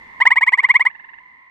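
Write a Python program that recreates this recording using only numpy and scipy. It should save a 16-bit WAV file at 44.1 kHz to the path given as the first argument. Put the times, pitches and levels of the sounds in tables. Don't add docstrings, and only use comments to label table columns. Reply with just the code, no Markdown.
import sys
import numpy as np
from scipy import signal
from scipy.fft import rfft, irfft
from scipy.io import wavfile

SR = 44100
rng = np.random.default_rng(int(sys.argv[2]) if len(sys.argv) > 2 else 0)


def field_ratio(decibels):
    return 10 ** (np.asarray(decibels, dtype=float) / 20)


def persist_wave(psi):
    counts = np.round(np.clip(psi, -1, 1) * 32767).astype(np.int16)
    wavfile.write(sys.argv[1], SR, np.atleast_2d(counts).T)


N = 66150
T = np.arange(N) / SR
LEFT_RIGHT = np.array([[.5], [-.5]])
MIDDLE_HZ = 999.5
WOBBLE_HZ = 220
POND_T60_S = 0.44


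def read(points, hz):
    p = np.array(points)
    return np.interp(np.log(hz), np.log(p[:, 0]), p[:, 1])


def band(x, lo_hz, hi_hz):
    sos = signal.butter(2, [lo_hz, hi_hz], "band", fs=SR, output="sos")
    y = signal.sosfilt(sos, x)
    return y / np.sqrt(np.mean(y ** 2))


def walk(hz):
    return band(rng.standard_normal(N), hz / 4, hz)


def step(x):
    return np.sin(np.pi / 2 * np.clip(x, 0, 1)) ** 2


def scatter(x, t60_s, lag_s):
    t = T[:int(SR / 2)]
    tail = rng.standard_normal((2, len(t))) * field_ratio(-60 * t / t60_s) * step(t / lag_s)
    tail = tail / np.sqrt(np.sum(tail ** 2, axis=1, keepdims=True))
    return signal.fftconvolve(x[None], tail, axes=1)[:, :N]


def larynx(times, middle_hz, before_s, after_s):
    glide_hz_per_s, top_hz, pitch_jitter = 9200, 1155, .003
    attack_s, release_s = .0046, .0032
    k = np.searchsorted(times[1:] - before_s, T)
    u = T - times[k]
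    glide = np.clip(1 + u * glide_hz_per_s / MIDDLE_HZ, .75, top_hz / MIDDLE_HZ)
    hz = glide * middle_hz * (1 + pitch_jitter * walk(300))
    phase = 2 * np.pi * np.cumsum(hz) / SR
    gate = step((u + before_s) / attack_s) * step((after_s[k] - u) / release_s)
    return k, u, hz, phase, gate


def far_frog(first_s, last_s, period_s, middle_hz, sac, before_s, after_s):
    beats = np.arange(40)
    chance = rng.standard_normal((len(beats), 2))
    times = first_s + period_s * beats + .0008 * chance[:, 0]
    k, u, hz, phase, gate = larynx(times, middle_hz, before_s, after_s + 0 * times)
    db = 1.2 * chance[k, 1] + 2.26 * walk(WOBBLE_HZ)
    partials = sum(field_ratio(db + read(sac, n * hz)) * np.sin(n * phase) for n in range(1, 5))
    return (times[k] < last_s) * gate * partials


def night():
    # [hz, db per Hz]
    rumble = [(25, -9), (60, -1), (130, -5), (200, -2), (350, -5), (500, -13), (1200, -24), (5000, -70)]
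    rumble_db, hiss_db, hiss_hz = -70, -70, 2500
    insect_hz, insect_db = 3450, -88.5
    hz = np.maximum(np.arange(N // 2 + 1) * SR / N, 25)
    noise = rng.standard_normal(N) + 0.89 * rng.standard_normal((2, N))
    low = irfft(rfft(noise) * field_ratio(read(rumble, hz)), N) * field_ratio(2 * walk(6))
    hiss = irfft(rfft(rng.standard_normal((2, N))) / (1 + (hz / hiss_hz) ** 2.2), N)
    insect = band(noise, insect_hz - 120, insect_hz + 120) * field_ratio(2.6 * walk(30))
    low = field_ratio(rumble_db) * low / low.std()
    hiss = field_ratio(hiss_db) * hiss / hiss.std()
    return low + hiss + field_ratio(insect_db) * insect


def far_chorus():
    # [first_s, last_s, period_s, middle_hz]
    trills = [
        (-.03, 1.5, .043, 1000),
        (-.02, 1.3, .048, 960),
        (.0, 1.5, .056, 1020),
        (-.04, 1.5, .046, 975),
    ]
    # [first_s, last_s, period_s, middle_hz]
    late_trill = (.949, 1.5, .052, 1000)
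    # [hz, level_db]
    far_sac = [(850, -11), (1020, -4), (1200, -12), (1750, -10), (2030, 7), (2300, -12), (2900, -24),
               (3800, -34)]
    chorus_db, late_db, pond_db, pan_db = -56, -50, 1.5, -2.5
    chorus = field_ratio(chorus_db) * sum(far_frog(*row, far_sac, .015, .017) for row in trills)
    chorus = chorus + field_ratio(late_db) * far_frog(*late_trill, far_sac, .011, .012)
    direct = np.array([np.roll(chorus, 9), chorus])
    return (direct + field_ratio(pond_db) * scatter(chorus, POND_T60_S, .02)) * field_ratio(pan_db * LEFT_RIGHT)


def tree_frog():
    # [middle_s, level_db, lapse_after_middle_ms, lapse_db, level_after_lapse_db]
    pulses = [(.2175, -5, 8, 0, -11), (.269, -1.2, 9.5, -1, -14), (.319, -2.5, 6, -1, -11),
              (.3725, -4, 6.5, -9, -1), (.425, -3.5, 2, -8, -2.5), (.479, -5, 9, -9, 1),
              (.5365, -3, 7, -1, -14), (.590, -6, 8.5, -8, -3), (.6455, -4, 8, -1, -13),
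              (.701, -3.5, 14.5, -1, -6), (.755, -3.5, 15, -1, -10), (.810, -5, 7, -6, -7),
              (.8655, -4, 8, -1, -17)]
    # [level_db, loudest_hz, 6_db_down_below_hz, 6_db_down_above_hz]
    sac_partials = [(-15.5, 1090, 190, 200), (.5, 1038, 70, 135), (-27, 1040, 110, 150),
                    (-40, 1010, 80, 80), (-52, 1010, 80, 80)]
    # [left_minus_right_db, left_lead_rad]
    ports = [(1.5, 0.73), (-0.9, 0.77), (-1, 2.1), (1, 1.5)]
    before_s, after_s, linger_s_per_db = .017, .017, .0006
    lapse_s, fade_db_per_s, onset_wobble_db = .002, 1100, 6
    first_share = 0.52
    slack_db, slack_s, slack_widen = 6, .09, .6
    rasp_hz, rasp_width_hz, rasp_db, rasp_pan_db = 7800, 700, -48, -2
    air_db, hiss_db, croak_db = -52, -58, -30

    rows = np.array(pulses)
    linger_s = after_s - linger_s_per_db * rows[:, 4]
    k, u, hz, phase, gate = larynx(rows[:, 0], MIDDLE_HZ, before_s, linger_s)
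    pulse_db = rows[k, 1]
    late = (u - rows[k, 2] / 1000) / lapse_s
    effort_db = rows[k, 3] * np.exp(-late ** 2) + rows[k, 4] * step(late / 3 + .5)
    drift_db = onset_wobble_db * step((-u - .005) / .006) * np.tanh(walk(130) - .4)
    drift_db = drift_db - fade_db_per_s * np.maximum(u - .013, 0)
    slack = np.exp(-np.abs(T - rows[0, 0]) / slack_s)

    voice = 0
    for n, (top_db, top_hz, below_hz, above_hz) in enumerate(sac_partials, 1):
        lr_db, lead = ports[min(n, len(ports)) - 1]
        width_hz = np.where(hz < top_hz, below_hz * (1 + slack_widen * slack), above_hz)
        off = (hz - top_hz) / width_hz
        db = top_db - 15 * (np.sqrt(1 + .96 * off ** 2) - 1) + pulse_db + drift_db
        db += (.4 if n < 3 else 3.5) * walk(WOBBLE_HZ)
        db += (first_share if n == 1 else 1) * effort_db
        if n != 2:
            db += slack_db * slack
        voice = voice + field_ratio(db + lr_db * LEFT_RIGHT) * np.sin(n * phase + lead * LEFT_RIGHT)

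    push_db = pulse_db + .5 * effort_db + drift_db - 6 * (u / .014) ** 2 + 3 * walk(90)
    push = field_ratio(push_db) * (1 + 0.59 * np.sin(phase))
    noise = rng.standard_normal(N) + 1.1 * rng.standard_normal((2, N))
    rasp = band(noise, rasp_hz - rasp_width_hz / 2, rasp_hz + rasp_width_hz / 2)
    rasp = field_ratio(rasp_db + rasp_pan_db * LEFT_RIGHT) * rasp
    rasp = rasp + field_ratio(air_db) * band(noise, 2600, 6000) + field_ratio(hiss_db) * band(noise, 12000, 13000)
    croak = field_ratio(croak_db + slack_db * slack + pulse_db - 6 * ((u + .012) / .005) ** 2)
    croak = croak * band(rng.standard_normal(N), 950, 2200)
    return (voice + rasp * push + croak) * gate


def leaves(frog):
    return field_ratio(-17) * scatter(frog.mean(0), .06, .005)


def neighbour():
    # [first_s, last_s, period_s, middle_hz]
    trill = (.5308, 1.2, .0469, 900)
    # [hz, level_db]
    neighbour_sac = [(850, -17), (1000, -13), (1650, -9), (1780, 0), (1950, -7), (2100, -18), (2850, -20),
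                     (3600, -38)]
    level_db, pan_db, lag_samples, wet_db = -36, -10, 12, -14
    frog = field_ratio(level_db) * far_frog(*trill, neighbour_sac, .008, .011)
    direct = np.array([np.roll(frog, lag_samples), frog]) * field_ratio(pan_db * LEFT_RIGHT)
    return direct + field_ratio(wet_db) * scatter(frog, POND_T60_S, .01)


def scene():
    duck_db, night_duck_db, duck_from_s, duck_s, late_db_per_s = 3.5, 4, 0.24, .08, -4.5
    wide = np.exp(-np.maximum(T - duck_from_s, 0) / duck_s)
    gain_db = duck_db * wide + late_db_per_s * (T - 1.3)
    background = field_ratio(gain_db) * (far_chorus() + field_ratio(night_duck_db * wide) * night())
    frog = tree_frog()
    return frog + leaves(frog) + neighbour() + background


def band_limit(x):
    return signal.sosfilt(signal.butter(12, 15670, fs=SR, output="sos"), x)


def record(dry):
    # [left_db, right_db]
    lopsided_db = [-42, -29]
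    clip = 1.02
    soft = dry / (1 + np.abs(dry / clip) ** 8) ** (1 / 8)
    mix = soft + field_ratio(np.array(lopsided_db))[:, None] * soft ** 8
    return band_limit(mix)


dry = scene()
out = record(dry)
persist_wave(out)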